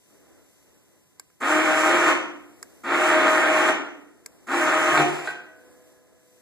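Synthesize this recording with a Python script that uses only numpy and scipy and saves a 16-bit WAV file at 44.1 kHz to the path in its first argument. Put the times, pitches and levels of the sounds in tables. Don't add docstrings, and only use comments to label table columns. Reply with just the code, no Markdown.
import sys
import numpy as np
from scipy import signal
from scipy.fft import rfft, irfft, next_fast_len
from scipy.io import wavfile
from scipy.ndimage import uniform_filter1d

SR = 44100
rng = np.random.default_rng(int(sys.argv[2]) if len(sys.argv) > 2 else 0)


def materialize(psi):
    bounded = np.clip(np.atleast_2d(psi).T, -1, 1)
    quanta = np.round(bounded * 32767).astype(np.int16)
    wavfile.write(sys.argv[1], SR, quanta)


def linear_from_db(decibels):
    return 10 ** (np.asarray(decibels, float) / 20)


N = 282681
TIME = np.arange(N) / SR
SIZE = next_fast_len(N + SR)
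FREQ = np.arange(SIZE // 2 + 1) * SR / SIZE

# (start [s], stop [s], growl level [dB], time to take up the slack [s])
BURSTS = [
    (1.401, 2.113, -20, 0.027),
    (2.833, 3.696, -20, 0.087),
    (4.467, 5.016, -20.5, 0.042),
]
CART_DB = -6


def shape(x, response):
    return irfft(rfft(x, SIZE) * response, SIZE)[..., :N]


def colour(points):
    hz, db = np.transpose(points)
    return linear_from_db(np.interp(np.log(FREQ + 1), np.log(hz), db, -120, -120))


def delay(samples):
    return np.exp(-2j * np.pi * FREQ * samples / SR)


def unit(x):
    return x / np.sqrt(np.mean(x ** 2))


def coloured_noise(points, channels=None):
    size = N if channels is None else (channels, N)
    return unit(shape(rng.standard_normal(size), colour(points)))


def walk(rate):
    k = int(SR / rate)
    steps = np.repeat(rng.standard_normal(N // k + 1), k)
    return unit(uniform_filter1d(uniform_filter1d(steps, k), k)[:N])


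def ring(modes, s, push_s):
    start = int(s * SR)
    longest_s = max(t60 for _, _, t60 in modes)
    t = TIME[:min(N - start, int(SR * longest_s))]
    swing = sum(linear_from_db(db - 60 * t / t60) * np.sin(2 * np.pi * hz * t) for hz, db, t60 in modes)
    return np.pad(swing * (1 - np.exp(-t / push_s)), (start, N - start - len(t)))


def background():
    # (frequency [Hz], level [dB])
    rustle_colour = [(20, -30), (70, 6), (130, -14.5), (280, 5.5), (600, -3), (1000, -14.5), (2000, -16),
                     (2800, -32), (4000, -49)]
    # (frequency [Hz], level [dB])
    hiss_colour = [(1500, -2.5), (3000, 0), (4600, -1.5), (6000, 1), (7000, 1), (8100, 5.5), (8600, 0),
                   (11000, -1), (14200, -1)]
    # (frequency [Hz], level [dB])
    whistle_lines = [(1014, -81.5), (2028, -85.5)]
    # (middle [s], spread [s], rustle level [dB], hiss level [dB])
    stirs = [
        (.1, 0.16, -75, -77.5),
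        (.5, 0.42, -68, -74),
        (2.75, 0.31, -64, -68),
        (4.45, 0.17, -67, -74),
        (5.701, 0.12, -64, -71),
        (5.901, 0.071, -66, -72),
        (6.4, 0.16, -80, -73),
    ]
    rest_rustle_db, rest_hiss_db = -67, -75
    murmur_db, murmur_t60_s = -63, 5.5
    rustle_level, hiss_level = linear_from_db(rest_rustle_db), linear_from_db(rest_hiss_db)
    for _, stop, _, _ in BURSTS:
        rustle_level = rustle_level + linear_from_db(murmur_db - 60 * (TIME - stop) / murmur_t60_s) * (TIME > stop)
    for middle, spread, rustle_db, hiss_db in stirs:
        swell = np.exp(-((TIME - middle) / spread) ** 2)
        rustle_level = rustle_level + linear_from_db(rustle_db) * swell
        hiss_level = hiss_level + linear_from_db(hiss_db - 5.5) * swell
    rustle = coloured_noise(rustle_colour, 2)
    rustle = rustle + 0.3 * rustle[::-1]
    rustle = rustle * linear_from_db(1.5 * walk(12)) * rustle_level
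    hiss = coloured_noise(hiss_colour, 2) * linear_from_db(3.5) * hiss_level
    whistle = sum(linear_from_db(db) * np.sin(2 * np.pi * hz * TIME) for hz, db in whistle_lines)
    return rustle + hiss + whistle


def switch():
    # (time [s], peak level [dB], treble share [dB])
    clicks = [
        (1.196, -23.5, -1.5),
        (1.3, -41, -26),
        (2.627, -20, -4),
        (4.26, -22.5, -1.5),
    ]
    # (frequency [Hz], level [dB], t60 [s])
    rocker_modes = [(437, -9, 0.032), (1240, -11.5, 0.012), (1594, -14.5, 0.048), (2194, -9.5, 0.027),
                    (3350, -29, 0.0073), (4680, -2.5, 0.011), (5070, 7, 0.013), (5840, -10.5, 0.005),
                    (7100, 1.5, 0.013), (7750, 3.5, 0.016), (9550, -1, 0.014), (12700, -3, 0.015)]
    # (frequency [Hz], level [dB])
    snap_colour = [(200, -21), (1200, -1), (2200, -2.5), (3600, -13.5), (5000, -10), (7500, 4),
                   (9500, -6.5), (14000, -6)]
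    crackle = coloured_noise(snap_colour, 2)
    dull = shape(crackle, 1 / (1 + (FREQ / 2500) ** 4))
    bright = crackle - dull
    out = 0
    for s, db, treble_db in clicks:
        t = TIME - s - .002
        after = np.maximum(t, 0)
        fade = linear_from_db(-60 * after / .0085) + linear_from_db(-16.5 - 60 * after / 0.062)
        snap = np.exp(np.minimum(t / 0.00075, 0)) * fade
        modes = [(hz, g + (treble_db if hz > 3000 else 0), t60) for hz, g, t60 in rocker_modes]
        out = out + linear_from_db(db - 10) * ring(modes, s + 0.0005, 0.00032)
        out = out + linear_from_db(db - 7) * snap * (dull + linear_from_db(treble_db) * bright)
    return out


def tooth_knocks(hz, phase):
    meets = np.flatnonzero(np.diff(np.floor(phase)))
    chance = rng.standard_normal((N // 100, 3))[:len(meets)]
    wear = rng.standard_normal(8)[np.arange(len(meets)) % 8]
    slip = (0.293 * chance[:, 0] * SR / hz[meets]).astype(int)
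    knocks = np.zeros(N)
    np.add.at(knocks, np.clip(meets + slip, 0, N - 1), 1 + 0.71 * wear + 0.36 * chance[:, 1])
    return unit(knocks - knocks.mean())


def housing_growl(hz, phase, growl_db):
    # (frequency [Hz], width [Hz], level [dB])
    housing = [(154.4, 12, -3.5), (203, 15.4, -4), (299.5, 14, 3.5), (344.8, 8.4, 9), (682, 120, -5),
               (800, 33, -7.5), (942, 12, -3), (1086, 17, -3.5), (1237.5, 24, 2.5), (1298, 40, -2),
               (1419, 50, -1.5), (1529, 39, -6), (1796, 170, -6), (1870, 40, -17.5), (2156, 60, -9.5),
               (2315, 55, -6.5)]
    # (frequency [Hz], level [dB])
    growl_colour = [(20, -23), (70, -19), (125, -17), (300, 1.5), (450, -1.5), (800, -2.5), (1400, -1.5),
                    (2200, -5), (3000, -7.5), (4000, -20), (6000, -34.5)]
    rubbing = rng.standard_normal(N) * (1 + 0.064 * np.cos(2 * np.pi * phase))
    rattle = tooth_knocks(hz, phase) + 1.33 * rubbing
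    body = 0.66
    for f, width, db in housing:
        damping = 1j * FREQ * width
        body = body + linear_from_db(db) * damping / (f ** 2 - FREQ ** 2 + damping)
    growl = unit(shape(rattle, body * colour(growl_colour)))
    return growl * linear_from_db(growl_db + 1.3 * walk(27.01))


def brush_hiss(phase, hiss_db):
    # (frequency [Hz], level [dB])
    brush_colour = [(2000, -54), (3000, 10.5), (3700, -16), (4700, -8.5), (6000, 2.5), (7300, 0),
                    (8200, -1.5), (8600, -3), (11000, -10.5), (14200, -15.5)]
    sparks = rng.standard_normal(N) * (1 + .08 * np.cos(2 * np.pi * phase))
    return unit(shape(sparks, colour(brush_colour))) * linear_from_db(hiss_db + 2.0 + 2.2 * walk(23.71))


def gear_whine(burst, age, phase, growl_db):
    # (1x tooth rate [dB], 2x [dB], 4x [dB])
    burst_whines = [
        (-4, -10, -15),
        (-7.5, -6, -12),
        (-5.5, -10.5, -9),
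    ]
    # (multiple of tooth rate, level above the growl [dB])
    other_orders = [(.5, -27), (3, -21.5), (5, -15), (6, -26), (7, -20.5)]
    taut_s = (.10, .165, .14)
    whine_db, loose_cable_db = 4.5, -14
    lurch_db, lurch_s = -2, 0.064
    wander_db, wobble_rad = 2.0, .16
    first_db, second_db, fourth_db = np.transpose(burst_whines)[:, burst]
    loose_db = loose_cable_db * np.clip((np.take(taut_s, burst) - age) / 0.0304, 0, 1)
    lowest_db = first_db - loose_db + lurch_db * np.exp(-age / lurch_s)
    orders = [(1, lowest_db), (2, second_db), (4, fourth_db - 4.0), *other_orders]
    runout = 2 * np.pi * phase / 8
    whine = 0
    for k, db in orders:
        level = linear_from_db(growl_db + loose_db + db + whine_db + wander_db * walk(24.04))
        swell = 1 + 0.33 * np.cos(runout + k)
        whine = whine + level * swell * np.sin(k * (2 * np.pi * phase + wobble_rad * walk(30)))
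    return whine


def winch():
    run_hz = 313.5
    start_share, spin_up_s = .62, .042
    growl_start_db, growl_rise_s = -19.5, 0.018
    brush_db, brush_start_db, brush_rise_s = -18, -4.5, 0.067
    slack_db = -5
    linger_db, linger_s = -13.5, 0.072
    burst = np.searchsorted([b[0] for b in BURSTS[1:]], TIME)
    start, stop, level_db, slack_s = np.transpose(BURSTS)[:, burst]
    age = np.maximum(TIME - start, 0)
    since_stop = np.maximum(TIME - stop, 0)
    level_db = level_db + slack_db * np.exp(-age / slack_s)
    hz = run_hz * (1 - (1 - start_share) * np.exp(-age / spin_up_s) + 0.000987 * walk(4))
    phase = np.cumsum(hz) / SR
    growl_db = level_db + growl_start_db * np.exp(-age / growl_rise_s)
    hiss_db = level_db + brush_db + brush_start_db * np.exp(-age / brush_rise_s)
    power = np.clip(age / 0.0052, 0, 1) * np.exp(-since_stop / 0.015)
    linger = linear_from_db(linger_db) * (TIME > stop) * np.exp(-since_stop / linger_s)
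    noise = power * housing_growl(hz, phase, growl_db)
    noise = noise + np.maximum(power, linger) * brush_hiss(phase, hiss_db)
    return noise, power * gear_whine(burst, age, phase, growl_db)


def blade_blows():
    # (time [s], thud level [dB], clang level [dB], crack level [dB])
    blows = [
        (2.125, -57, -57, -31),
        (2.498, -56, -69, -70),
        (3.69, -39, -48, -34),
        (4.92, -22.5, -63, -36),
        (4.975, -19, -39, -13),
        (4.995, -15, -46, -18.5),
        (5.04, -25, -59, -41),
        (5.274, -62, -26, -25),
    ]
    # (frequency [Hz], level [dB], t60 [s])
    frame_modes = [(150.8, 1, 0.21), (227.5, -8.5, 0.25), (316, 6.5, 0.097), (357, 2.5, 0.13),
                   (690, -13.5, 0.27), (710.5, -2.5, 0.41), (789.4, -7, 0.23), (1175, -23.5, .3)]
    # (frequency [Hz], level [dB], t60 [s])
    sheet_modes = [(1107, -20, .4), (1284, -12.5, .3), (1470, -10, .25), (1502, -2, 0.42), (1562, 1, 0.22),
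                   (1936, -6, .2), (2520, -14, .2)]
    # (frequency [Hz], level [dB])
    crack_colour = [(150, -16), (500, 6.5), (1500, -5), (2500, -1), (4000, -10.5), (5500, -28), (8000, -23),
                    (14000, -53)]
    crack = coloured_noise(crack_colour)
    out = np.zeros(N)
    for s, thud_db, clang_db, crack_db in blows:
        out += linear_from_db(thud_db) * ring(frame_modes, s, 0.0026)
        out += linear_from_db(clang_db) * ring(sheet_modes, s, 0.0017)
        out += linear_from_db(crack_db - 60 * np.abs(TIME - s) / 0.06) * crack * (TIME > s)
    return out


def blade_scrape():
    # (frequency [Hz], level [dB])
    grit_colour = [(150, -9), (500, -3), (1500, -5.5), (2500, -6), (4000, -21.5), (5500, -20.5),
                   (7300, -17.5), (9000, -22), (14000, -34.5)]
    start_s, end_s, rise_s, t60_s = 4.99, 5.31, 0.023, 0.04
    level_db = -34.5 - 60 * np.maximum(TIME - end_s, 0) / t60_s + 1.5 * walk(60)
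    return coloured_noise(grit_colour) * np.clip((TIME - start_s) / rise_s, 0, 1) * linear_from_db(level_db)


def blade_hum():
    # (frequency [Hz], level [dB], t60 [s])
    hum_modes = [(311, -3, 3), (384, 5, 4.5), (498, -1.5, 6.8), (579.6, -15, 3.), (640, -5, 5.9),
                 (714, -7, 3.6), (1030, -10, 3.8), (1250, -5.5, 2.63), (1460, -9.5, 2.2), (1647, 3, 2.1),
                 (1690, -6, 3.5)]
    start_s, hum_db, waver_db = 4.99, -51, 3.2
    return sum(linear_from_db(hum_db - 1.0 + waver_db * walk(21.97)) * ring([mode], start_s, .01) for mode in hum_modes)


def diffuse(a, b):
    port_gap_m, sound_speed = 0.18, 343
    like = np.sinc(2 * FREQ * port_gap_m / sound_speed)
    mid = shape(a, np.sqrt((1 + like) / 2))
    side = shape(b, np.sqrt((1 - like) / 2))
    return np.array([mid + side, mid - side])


def garage(x):
    # (frequency [Hz], t60 [s])
    garage_t60 = [(150, 0.64), (300, 0.87), (600, 0.66), (1200, 0.64), (2400, 0.59), (4800, 0.55),
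                  (9600, 0.35)]
    t, tail = TIME[:SR], 0
    tail_hz = np.arange(SR // 2 + 1)
    for hz, t60 in garage_t60:
        octave = np.cos(np.pi / 2 * np.clip(np.log2((tail_hz + 1) / hz), -1, 1))
        band = irfft(rfft(rng.standard_normal((2, SR))) * octave)
        tail = tail + band * linear_from_db(-60 * t / t60) * (t > .006)
    tail = tail / np.sqrt(np.sum(tail[0] ** 2))
    return diffuse(*shape(tail, rfft(x, SIZE)))


def scene():
    room = background()
    click = linear_from_db(-6) * switch()
    noise, whine = winch()
    noise, whine = linear_from_db(CART_DB) * noise, linear_from_db(CART_DB) * whine
    steel = linear_from_db(CART_DB) * (blade_blows() + blade_scrape() + blade_hum())
    near_port = noise + whine + steel
    far_port = shape(near_port, delay(4.06 / (1 + (FREQ / 2000) ** 2)))
    echoes = garage(noise + linear_from_db(-2.0) * steel + linear_from_db(-11) * whine + 0.08 * click[0])
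    return np.array([near_port, far_port]) + click + linear_from_db(-2.5) * echoes + room


def low_pass(x):
    return signal.sosfilt(signal.butter(12, 14900, fs=SR, output="sos"), x)


def record(dry):
    # (frequency [Hz], level [dB])
    width_colour = [(1, -5), (100, 0.5), (300, 1), (550, -2), (1200, -1.5), (2200, 3), (9000, 1.5),
                    (13000, 2.5), (23000, 5.5)]
    steer_lag = 14.9
    steered = dry - shape(dry[::-1], delay(steer_lag))
    for order in (2, 3, 4):
        null = delay(37) * np.exp(-((FREQ - order * SR / steer_lag) / 600) ** 2)
        filled = np.clip(3 * (walk(22) + .9), 0, 1)
        steered = steered + linear_from_db(-6.5) * filled * shape(steered[0] - steered[1], null)
    side = (steered[0] - steered[1]) / 2
    extra = shape(side, colour(width_colour)) - side
    steered = steered + extra * np.array([[1], [-1]])
    rumble = coloured_noise([(20, -28), (45, -27), (65, -8), (90, -5.5), (200, -1), (400, -38)], 2)
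    return low_pass(steered + linear_from_db(-74.0) * rumble)


dry = scene()
out = record(dry)
materialize(out)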